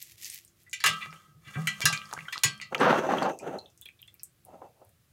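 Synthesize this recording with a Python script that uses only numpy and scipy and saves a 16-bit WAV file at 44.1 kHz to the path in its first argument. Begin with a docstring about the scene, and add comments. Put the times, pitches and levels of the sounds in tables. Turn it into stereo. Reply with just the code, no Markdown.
"""Wet fingers scrub a coin with a scouring pad: a crackling hiss in short strokes, with bright soap snaps.
Then coin and rings clink in a steel bowl of water: noisy contacts ring its modes. The coin skids and squeaks
while the bowl rocks on its foot with low knocks; drips and clicks are damped tones. Next the bowl is dragged
over the bench in juddering shoves; more drips and snaps follow, then two faint shoves.
A quiet small room, steady noise with a fading hum, lies under it all, heard by a phone close by."""
import sys
import numpy as np
from scipy import signal
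from scipy.fft import rfft, irfft
from scipy.io import wavfile
from scipy.ndimage import uniform_filter1d

SR = 44100
rng = np.random.default_rng(int(sys.argv[2]) if len(sys.argv) > 2 else 0)


def unload_audio(sound):
    """Save the sound as a 16-bit wav file, at the path given as the first command line argument."""
    columns = np.transpose(np.atleast_2d(sound))
    # keep every value between -1 and 1, then stretch to whole-number steps
    steps = np.round(np.clip(columns, -1, 1) * 32767)
    wavfile.write(sys.argv[1], SR, steps.astype(np.int16))


N = 225880
SPAN = 2 ** 15  # samples in one short sound
T = np.arange(SPAN) / SR  # seconds
HZ = np.arange(SPAN // 2 + 1) * SR / SPAN + 1e-3


def undb(db):
    """Decibels to gain."""
    return 10 ** (np.asarray(db) / 20)


def unit(x):
    """Scale to rms 1."""
    return x / np.sqrt(np.mean(x ** 2))


def causal(db):
    """Minimum-phase response for a gain in dB on the HZ grid, by folding the cepstrum."""
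    cepstrum = irfft(db * np.log(10) / 20)
    cepstrum[1:SPAN // 2] *= 2
    cepstrum[SPAN // 2 + 1:] = 0
    return np.exp(rfft(cepstrum))


def shape(points):
    """dB on the HZ grid from (Hz, dB) points, straight over log frequency."""
    hz, db = np.transpose(points)[:2]
    return np.interp(np.log(HZ), np.log(hz), db)


def octaves_above(hz, most):
    """Octaves above hz on the HZ grid, from 0 up to most."""
    return np.clip(np.log2(HZ / hz), 0, most)


def octaves_below(hz, most):
    """Octaves below hz on the HZ grid, from 0 up to most."""
    return np.clip(np.log2(hz / HZ), 0, most)


def colour(x, db):
    """Filter a long signal."""
    return signal.oaconvolve(x, irfft(causal(db))[:SPAN // 8])[:N]


def resonate(x, modes):
    """Sum of narrow resonances (Hz, width Hz, dB), each at its own rms level."""
    total = 0
    for hz, width_hz, db in modes:
        b, a = signal.iirpeak(hz, hz / width_hz, SR)
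        total = total + undb(db) * unit(signal.lfilter(b, a, x))
    return total


def curves(tables):
    """Gain from level tables at every sample, lightly smoothed; silent outside them."""
    t = np.arange(N) / SR
    gain = np.zeros(N)
    for rows in tables:
        s, db = np.transpose(rows)
        inside = (t >= s[0]) & (t <= s[-1])
        gain[inside] = undb(np.interp(t[inside], s, db))
    return uniform_filter1d(gain, size=200)


def add(out, s, sound, peak_db):
    """Mix one sound in at time s with the given peak."""
    i = int(s * SR)
    scaled = sound * undb(peak_db) / np.abs(sound).max()
    out[i:i + SPAN] += scaled[:N - i]


def burst(ms):
    """Spectrum of a rough contact: random signs that build up quickly and fade with time constant ms."""
    age = T * 1000 / max(ms, .05)
    noise = np.sign(rng.standard_normal(SPAN)) * np.exp(-age)
    rise = 1 - np.exp(-(T + 1 / SR) * 1000 / (0.22 * ms))
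    return rfft(unit(noise * rise))


def slips(per_s, spread_db, smooth):
    """Stick-slip: random jerks of uneven size over a smooth rub."""
    chance = rng.random((3, N))
    size_db = spread_db * np.minimum(-np.log(1 - chance[2]), 4.0)
    jerks = (chance[0] < per_s / SR) * np.sign(chance[1] - .5) * undb(size_db)
    return unit(unit(jerks) + smooth * rng.standard_normal(N))


def flutter(per_s, depth_db):
    """Quick random wobble of pressure, as a gain."""
    k = int(SR / per_s)
    steps = np.repeat(rng.standard_normal(N // k + 1), k)[:N]
    return undb(depth_db * uniform_filter1d(steps, k))


# Modes of the steel bowl. Each row: frequency in Hz, relative level in dB, t60 in seconds.
BOWL_MODES = [(767, -19, 0.24), (1104, -13.5, 0.21), (1171, -18, 0.49), (1213, -19, 0.52),
              (1248, -22.5, 0.84), (1291, -16.5, .65), (1615, -14.5, 0.057), (1588, -9.5, 0.28),
              (1702, -7.5, 0.066), (1975, -8.5, 0.2), (2004, -12, 0.17), (2329, -6, 0.11),
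              (2370, -17.5, 0.3), (2426, -16, 0.22), (2760, -8, 0.21), (2860, -18, .28), (3170, -25, 0.3),
              (3170, -22, 0.58), (3400, -18.5, 0.25), (3467, -8, 0.11), (4400, -30, 0.55),
              (4100, -14.5, 0.21), (4400, -21, 0.26), (5130, -26.5, 0.17), (5350, -27.5, .17),
              (5950, -25, 0.058), (6470, -9.5, 0.1), (6800, -5, 0.11), (7250, -15, 0.12)]


def bowl_rings(rows):
    """Spectra of decaying sines, a row for each mode; moving water makes each waver."""
    hz, db, t60_s = (column[:, None] for column in np.transpose(rows))
    line_width_hz = 3.4
    steps = rng.standard_normal((len(rows), SPAN))
    waver = np.cumsum(steps, axis=1) * np.sqrt(2 * np.pi * line_width_hz / SR)
    sines = np.sin(2 * np.pi * hz * T + waver)
    return rfft(undb(db) * sines * 1000. ** (-T / t60_s), axis=1)


# Crowd of close upper modes and the room. Each row: band centre in Hz, relative level in dB, t60 in seconds.
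TAIL_BANDS = [(420, -13, 0.33), (816, -14, 0.18), (1520, -10.5, 0.067), (3100, -13.5, 0.21),
              (6340, -17.5, 0.15), (12000, -21, 0.067)]


def tails(count):
    """Spectra of noises in bands that die away, each band at its own rate."""
    noise = rfft(rng.standard_normal((count, SPAN)))
    total = 0
    for hz, db, t60_s in TAIL_BANDS:
        band = np.exp(-(np.log2(HZ / hz) / 0.67) ** 2)
        total = total + undb(db) * irfft(band * noise) * 1000. ** (-T / t60_s)
    return rfft(total)


def steel(modes, tail, ring_db, spot_db=3.5):
    """What rings on after a touch at a random spot of the bowl: its modes and the noisy tail."""
    levels = undb(spot_db * rng.standard_normal(len(modes)))
    spot = levels * np.exp(2j * np.pi * rng.random(len(modes)))
    slosh_bins = int(6.0 * rng.standard_normal())  # moving water detunes the steel by a few Hz
    return undb(ring_db) * np.roll(spot @ modes, slosh_bins) + tail


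# Air noise spectrum. Each row: frequency in Hz, relative level in dB per Hz.
AIR_SPECTRUM = [(15, -48), (25, -16.5), (108, 1), (280, -19.5), (669, -24), (787, -26.5), (952, -32),
                (1090, -24), (1730, -25.5), (5880, -29.5), (6920, -30), (15200, -29), (16500, -38.5)]
AIR_DB = -66
# Faint far hum. One row: frequency in Hz, width in Hz, starting level in dB, seconds until its gain halves.
FAR_HUM = (341.5, 7.5, -79.5, 4.5)


def room():
    """Steady air noise and a narrow band of noise, the hum, that fades."""
    hz, width_hz, db, half_s = FAR_HUM
    hum = resonate(rng.standard_normal(N), [(hz, width_hz, db)])
    fade = 1 / (1 + (np.arange(N) / SR / half_s) ** 4)
    air = unit(colour(rng.standard_normal(N), shape(AIR_SPECTRUM)))
    return undb(AIR_DB) * air + fade * hum


# Drips, short clicks, a low thud and held tones. Each row: start in seconds, peak in dB,
# starting pitch in Hz, length in cycles.
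DAMPED_TONES = [(.664, -50.5, 1906, 40), (.845, -38, 410, 22), (.865, -41, 600, 18),
                (1.060, -28.5, 2050, 0.93), (1.107, -46, 5000, 5.8), (1.128, -31.5, 1950, 1.15),
                (1.16, -47, 2860, 4.3), (1.800, -41.5, 620, 5), (1.806, -15, 5300, 0.46),
                (1.902, -31.5, 790, 5.7), (1.976, -21.5, 4200, 3.4), (2.017, -30.5, 2700, 3.3),
                (2.056, -38, 4800, 6.3), (2.113, -40, 1150, 0.93), (2.113, -33, 4150, 1.7),
                (2.128, -23.5, 1160, 3.8), (2.136, -26.5, 834, 2.1), (2.137, -21, 5900, 2.4),
                (2.165, -34.5, 1537, 18), (2.177, -24.5, 1270, 1.36), (2.189, -28.5, 1980, 5.6),
                (2.207, -34, 2360, 3.7), (2.254, -41, 1955, 4), (2.282, -27.5, 1464, 13),
                (2.284, -32, 3080, 17), (2.357, -29, 1180, 7.1), (2.371, -37, 5280, 2.2),
                (2.373, -32, 1205, 1.7), (2.379, -19, 4200, 2.7), (2.600, -31.5, 2220, 2.9),
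                (2.747, -13, 2160, 2.3), (2.750, -15, 2760, 3.4), (2.751, -22.5, 1230, 7.3),
                (2.781, -29, 4500, 2.2), (3.184, -23.5, 3050, 12), (3.230, -29, 4370, 18),
                (3.395, -44, 2380, 48), (3.587, -34, 4030, 25), (3.659, -42, 3430, 8.4),
                (3.818, -46.5, 3390, 24), (3.857, -35, 3190, 17), (3.860, -46, 2330, 24),
                (3.888, -37, 2377, 11.3), (3.991, -52.5, 3490, 13), (3.993, -59, 2420, 15),
                (4.028, -38, 3020, 8.7), (4.078, -43.5, 3300, 21), (4.080, -56.5, 2020, 10),
                (4.143, -60.5, 2390, 15), (4.196, -42, 5150, 4.7), (4.197, -56.5, 2464, 9.9),
                (4.233, -39.5, 6800, 17)]
TONE_RING_DB, TONE_RING_PER_DB = -14.5, -.5  # at a peak of -36.5 dB; fainter ones carry more bowl and room


def drips_and_clicks(modes, tail):
    """Damped tones, each gliding slightly upward with a trembling level and stirring the bowl."""
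    out = np.zeros(N)
    for k, (s, peak_db, hz, cycles) in enumerate(DAMPED_TONES):
        age = T * hz / cycles
        glide = np.sin(2 * np.pi * hz * T * (1 + 0.04 * np.minimum(age, 3)))
        tone = glide * np.exp(-age * 2.2) * (1 - np.exp(-age * 4.5))
        tremble = unit(uniform_filter1d(rng.standard_normal(SPAN), size=40))
        tone = tone * (1 + .4 * tremble)
        ring_db = TONE_RING_DB + TONE_RING_PER_DB * (peak_db + 36.5)
        ring = undb(ring_db) * steel(modes, tail[k % len(tail)], ring_db=-23.5)
        fade = undb(-150 * T)
        add(out, s, irfft(rfft(tone) * (1 + ring)) * fade, peak_db)
    return out


# Soap film and wet skin snapping. Each row: start in seconds, peak in dB, centre in Hz.
SNAP_EVENTS = [(0.0258, -25, 11400), (0.0546, -44, 7000), (0.2236, -31, 7220), (0.2458, -23, 5700),
               (0.266, -46, 6770), (0.3002, -23.5, 7300), (0.3444, -25, 11200), (0.4493, -38, 8560),
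               (0.4787, -45, 7240), (0.634, -44.5, 12600), (0.6963, -42.5, 7680), (0.713, -40, 6520),
               (2.129, -30, 8330), (2.136, -28.5, 8430), (2.388, -37, 8400), (2.578, -40.5, 7460),
               (2.8015, -30, 6600), (3.2269, -31, 6650), (3.3892, -30.5, 8900), (3.5845, -44, 6400),
               (3.701, -49.5, 6700), (3.7763, -41.5, 8480), (3.8132, -29, 11630), (3.856, -37.5, 12700),
               (3.8861, -43.5, 12900), (4.018, -35, 12500), (4.0771, -45, 8170), (4.142, -36, 12820),
               (4.2334, -20.5, 11260), (4.4503, -39.5, 11440), (4.8497, -45, 12800), (4.8923, -45.5, 13100)]
SNAP_TAIL_DB = -10


def snaps(tail):
    """Soap snaps are bright ticks: a very short burst in one band, with a noisy tail."""
    out = np.zeros(N)
    for k, (s, peak_db, hz) in enumerate(SNAP_EVENTS):
        tick = causal(np.maximum(-16 * np.log2(HZ / hz) ** 2, -60))
        ring = 1 + undb(SNAP_TAIL_DB) * tail[k % len(tail)]
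        add(out, s, irfft(burst(0.282) * tick * ring), peak_db)
    return out


# Modes of the full bowl on its foot. Each row: frequency in Hz, relative level in dB, t60 in seconds.
FOOT_MODES = [(124, -9, .25), (158.6, -16, 0.38), (201, -2, 0.96), (322.8, -6.5, 0.057), (444, -5, 0.16),
              (496, -9, 0.15), (500, -5, 0.05), (618, -10, 0.56), (735, 1, 0.29)]
# Rocks of the bowl. Each row: time in seconds, peak in dB, rise time of the push in ms.
ROCK_EVENTS = [(0.853, -41, 33), (0.899, -36, 2.8), (1.069, -46.5, 24), (1.288, -53.5, 13),
               (1.356, -52.5, 15.4), (1.471, -44, 8.9), (1.564, -25, 22), (1.672, -41, 13),
               (1.844, -27, 14), (1.927, -37.5, 8.2), (2.149, -48, 32), (2.219, -49.5, 12), (2.454, -29, 8)]
ROCK_KNOCK_DB, ROCK_RING_DB = -4, -43.5


def rocking():
    """The base swings ever faster as it settles; the swing and a dull knock ring the heavy low modes."""
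    out = np.zeros(N)
    foot = bowl_rings(FOOT_MODES).sum(axis=0)
    swing_hz = 165 - 75 * np.exp(-T / 0.016)
    swing = np.sin(2 * np.pi * np.cumsum(swing_hz) / SR)
    soft = 1 / (1 + 1j * HZ / 500) ** 3 * (1j * HZ / (85 + 1j * HZ)) ** 3  # 85 to 500 Hz
    for s, peak_db, ms in ROCK_EVENTS:
        push = swing * (T * 1000 / ms) * np.exp(-T * 1000 / ms)
        knock = rng.standard_normal(SPAN) * np.exp(-T / 0.027)
        hit = rfft(push + undb(ROCK_KNOCK_DB) * knock)
        ring = 1 + undb(ROCK_RING_DB) * foot
        add(out, s - .008, irfft(hit * soft * ring), peak_db)  # starts 8 ms early
    return out


# Shoves of the bowl over the bench, a table for each. Each row: time in seconds, relative level in dB.
SHOVES = [
    [(2.705, -75.5), (2.728, -29.5), (2.742, -44), (2.785, -42)],
    [(2.785, -39), (2.808, -24.5), (2.884, -22.5), (2.96, -27.5), (3.08, -32.5), (3.1, -28), (3.304, -31.5),
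     (3.366, -55), (3.405, -60)],
    [(3.405, -53.5), (3.442, -36), (3.568, -39), (3.64, -55.5), (3.75, -85)],
    [(4.43, -87.5), (4.486, -55), (4.54, -47), (4.605, -57.5), (4.645, -45.5), (4.75, -79.5)],
    [(4.75, -79.5), (4.805, -62.5), (4.82, -52.5), (4.9, -80.5)],
]
# Bench rumble spectrum. Each row: frequency in Hz, relative level in dB per Hz.
BENCH_SPECTRUM = [(41, -79.5), (70, -18.5), (162, 5), (328, 6), (517, 9.5), (566, 8.5), (779, 11.5),
                  (1610, -11), (2220, -21.5), (2720, -22), (3820, -30), (6020, -40.5), (16000, -90)]
# Bench top resonances. Each row: frequency in Hz, width in Hz, relative level in dB.
PLANK_MODES = [(255.2, 20, -24.5), (378, 13.5, -15.5), (512, 10, -27.5), (764, 42.7, -25),
               (931, 9.3, -15.5), (1300, 31, -21)]
# Singing rim resonances. Each row: frequency in Hz, width in Hz, relative level in dB.
RIM_MODES = [(2650, 25, -19.5), (6126, 530, -22), (13020, 200, -39)]
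# The foot catches and lets go. Each row: start in seconds, peak in dB, fade time constant in ms.
CATCH_EVENTS = [(2.722, -26, 4.7), (2.811, -18.5, 12), (2.832, -18.5, 5.6), (2.862, -13, 6.5),
                (2.874, -17.5, 11), (2.911, -21, 7.3), (2.928, -10, 1.6), (3.032, -21, 21),
                (3.088, -14.5, 5.8), (3.1, -22, 14), (3.136, -11, 2.2), (3.219, -15.5, 7.2),
                (3.249, -19, 19), (3.51, -33.5, 2.6), (3.549, -31.5, 6.4), (4.616, -36.5, 6),
                (4.816, -42, 3.2)]
BRIGHT_DB, BRIGHT_PER_DB, DULLEST_DB = 9.5, .9, -23  # treble gain at a -30 dB shove; harder is brighter
LIGHT_DB, BASS_PER_DB = -44.5, 5  # a shove that peaks under this level loses bass
CATCH_DULL_PER_DB = 0.37  # treble loss in dB per octave for each dB of peak under -19.5


def dragging(tail):
    """The foot judders over the bench: a grainy rumble, a few hard catches, a singing rim."""
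    gain = np.abs(curves(SHOVES))  # abs guards the powers below from rounding under zero
    tilt_db = np.maximum(BRIGHT_DB + BRIGHT_PER_DB * (20 * np.log10(gain + 1e-9) + 30), DULLEST_DB)
    jerks = slips(2000, 3.0, 0.71) * flutter(45, 3.2)
    bench = shape(BENCH_SPECTRUM)
    low = colour(jerks, bench - 12 * octaves_above(900, most=3))
    high = colour(jerks, bench - 12 * octaves_below(1600, most=3))
    scale = np.std(low + high)

    flat = []  # the peak level of each shove, held over its whole length
    for rows in SHOVES:
        top_db = max(db for _, db in rows)
        flat.append([(rows[0][0], top_db), (rows[-1][0], top_db)])
    weight = np.abs(curves(flat))
    bass = np.minimum(weight / undb(LIGHT_DB), 1) ** BASS_PER_DB

    full = low / scale + resonate(jerks, PLANK_MODES)
    thin = colour(full, -18 * octaves_below(480, most=1.5))
    out = gain * (bass * full + (1 - bass) * thin + undb(tilt_db) * high / scale)
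    rim_gain = bass * weight ** 0.64 * gain ** 0.56  # light shoves hardly make the rim sing
    out = out + rim_gain * resonate(jerks, RIM_MODES)

    catch = causal(bench + 2.0 * np.log2(HZ / 1000)) * (1 + undb(-17.5) * tail[0])
    for s, peak_db, ms in CATCH_EVENTS:
        slope_db = CATCH_DULL_PER_DB * min(peak_db + 19.5, 0)
        dull = causal(slope_db * octaves_above(1000, most=3))
        add(out, s, irfft(burst(ms) * catch * dull), peak_db)
    return out


# Strokes of the pad on the coin. Each row: start of the hold in seconds, held seconds, level in dB.
STROKES = [(0.017, 0.0096, -46), (.095, 0.058, -57), (0.228, 0.035, -42), (.298, 0.0056, -52.5),
           (0.336, .04, -48.5), (.598, 0.0073, -65.5)]
# Pad spectrum. Each row: frequency in Hz, relative level in dB per Hz.
PAD_SPECTRUM = [(410, -61), (700, -25), (1500, -16), (1920, 1.5), (3110, 0), (6920, 0.5), (9730, -5),
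                (11200, 1), (16000, -6.5)]
SCRUB_RISE_DB_S, SCRUB_FALL_DB_S = 507, 257.5


def scrubbing():
    """Wet fibres catch on the coin's relief: dense crackle in a hiss; each stroke rises, holds and fades."""
    t = np.arange(N) / SR
    gain = np.zeros(N)
    for s, held_s, db in STROKES:
        rise_db = SCRUB_RISE_DB_S * np.maximum(s - t, 0)
        fall_db = SCRUB_FALL_DB_S * np.maximum(t - s - held_s, 0)
        gain += undb(db - rise_db - fall_db)
    crackle = unit(colour(slips(1800, 6.6, 0.9), shape(PAD_SPECTRUM)))
    return gain * flutter(62.2, 3.4) * crackle


# Coin and rings strike the bowl. Each row: start in seconds, peak in dB, fullness near 1 kHz in dB,
# contact fade time constant in ms.
CLINK_EVENTS = [(0.7302, -21, -39.5, 3.2), (0.8026, -29.5, -19.5, 2.1), (0.8395, -10.5, -5.5, 1.17),
                (0.8614, -8.5, -13.5, 1.8), (0.8674, -14, -14, 2.7), (0.8894, -20, -21, 1.5),
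                (1.6716, -14.5, -7, 2.16), (1.8153, -20, -12, 4.3), (1.8547, -7.5, -14.5, 1),
                (1.927, -18, -9.5, 1.85), (2.3251, -22, -11, 3.3), (2.4349, -6.5, -15, 3.1),
                (2.614, -28, -12, 1.2)]
THUD_DB, CLINK_RING_DB = -22.5, -19.5  # 450 Hz relative to the fullness; share of the modes
TREBLE_DB, TREBLE_PER_DB = 4, 0.61  # contact level at 9 kHz; a harder blow is brighter


def clinks(modes, tail):
    """A hard tick of the edge and a rough contact that rings the steel, each clink with its own colour."""
    out = np.zeros(N)
    for k, (s, peak_db, low_db, ms) in enumerate(CLINK_EVENTS):
        thud_db = low_db + THUD_DB
        high_db = TREBLE_DB + TREBLE_PER_DB * peak_db
        contact = shape([(150, thud_db - 16), (450, thud_db), (1000, low_db), (2000, -0.9), (4500, -5),
                         (9000, high_db), (15000, high_db - 8.0)])
        tick = undb(-3.0) * burst(0.12)
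        ring = burst(ms) * (1.5 + steel(modes, tail[k % len(tail)], CLINK_RING_DB))
        add(out, s, irfft(causal(contact) * (tick + ring)), peak_db)
    return out


# The coin's edge squeaks along the steel. Each row: start in seconds, peak in dB, length in ms, centre in Hz.
SQUEAK_EVENTS = [(1.004, -27, 34, 2250), (1.44, -46.5, 46, 2400), (1.466, -40.5, 23, 2200),
                 (1.529, -34, 34, 2120), (1.550, -30.5, 15, 1530), (1.565, -37, 19, 720),
                 (1.62, -53, 25, 1290)]


def squeaks(modes, tail):
    """A short swell of noise, narrowed around one pitch, that rings the bowl."""
    out = np.zeros(N)
    for s, peak_db, ms, hz in SQUEAK_EVENTS:
        swell = np.sin(np.pi * np.minimum(T * 1000 / ms, 1))
        stroke = rng.standard_normal(SPAN) * swell
        pitch = causal(np.maximum(-14 * np.log2(HZ / hz) ** 2, -50))
        ring = undb(14) + steel(modes, tail[2], ring_db=-11.5)
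        add(out, s, irfft(rfft(stroke) * pitch * ring), peak_db)
    return out


# Coin skidding over the steel, a table for each skid. Each row: time in seconds, relative level in dB.
SKID_LEVELS = [
    [(0.84, -52), (0.93, -46.5), (1.0, -47), (1.15, -56.5), (1.32, -69)],
    [(1.4, -71.5), (1.48, -50.5), (1.7, -48.5), (2.07, -52.5), (2.36, -55), (2.72, -73)],
]
SKID_TREBLE_DB = -11.5


def skid(modes, tail):
    """Stick-slip of the coin: its body rings the steel modes, its treble only stirs the dense upper ones."""
    rub = curves(SKID_LEVELS) * flutter(40, 2.4) * slips(530, 4.9, 0.93)
    body = colour(rub, shape([(400, -10), (1200, 1.0), (4000, -7.5), (7000, -5.5), (15000, -41)]))
    treble = shape([(2500, -49.5), (6000, 6.0), (10000, 8.0), (15000, 4.5)])
    hiss = colour(rub * undb(SKID_TREBLE_DB), treble)
    ring = irfft(1 + steel(modes, undb(-1.5) * tail[0], ring_db=-18))
    wash = irfft(1 + undb(1.0) * tail[1])
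    both = signal.oaconvolve(body, ring) + signal.oaconvolve(hiss, wash)
    return undb(-12) * both[:N]


# Stereo side treble. Each row: frequency in Hz, gain in dB.
SIDE_TREBLE = [(3000, -92.5), (5000, -47), (7000, -36), (12000, -16.5)]
# Stereo side noise. Each row: frequency in Hz, relative level in dB per Hz.
SIDE_NOISE = [(15, -40.5), (25, -2), (87, 1.5), (368, -9.5), (6380, -8.5), (7510, -5.5), (8830, -43.5),
              (16500, -46.5)]
SIDE_NOISE_DB = -82


def stereo_side(near):
    """Scattered treble and a faint noise, to be added with opposite sign in left and right."""
    scatter = rng.standard_normal(SPAN) * np.exp(-T / .002)
    scatter = scatter[:SPAN // 16] / np.linalg.norm(scatter)
    treble = signal.oaconvolve(colour(near, shape(SIDE_TREBLE)), scatter)[:N]
    noise = unit(colour(rng.standard_normal(N), shape(SIDE_NOISE)))
    return treble + undb(SIDE_NOISE_DB) * noise


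def scene():
    """All sources sit in the centre; left and right differ only by some high treble and a faint noise."""
    modes, tail = bowl_rings(BOWL_MODES), tails(count=6)
    near = drips_and_clicks(modes, tail) + snaps(tail) + rocking() + dragging(tail) + scrubbing()
    near = near + clinks(modes, tail) + squeaks(modes, tail) + skid(modes, tail)
    side = stereo_side(near)
    return near + room() + np.array([side, -side])


TOP_HZ = 15900


def record(dry):
    """The phone drops the deepest bass and cuts the top."""
    bass_cut = signal.butter(2, 60, "high", fs=SR, output="sos")
    top_cut = signal.ellip(10, .2, 70, TOP_HZ, fs=SR, output="sos")
    return signal.sosfilt(top_cut, signal.sosfilt(bass_cut, dry))


dry = scene()
out = record(dry)
unload_audio(out)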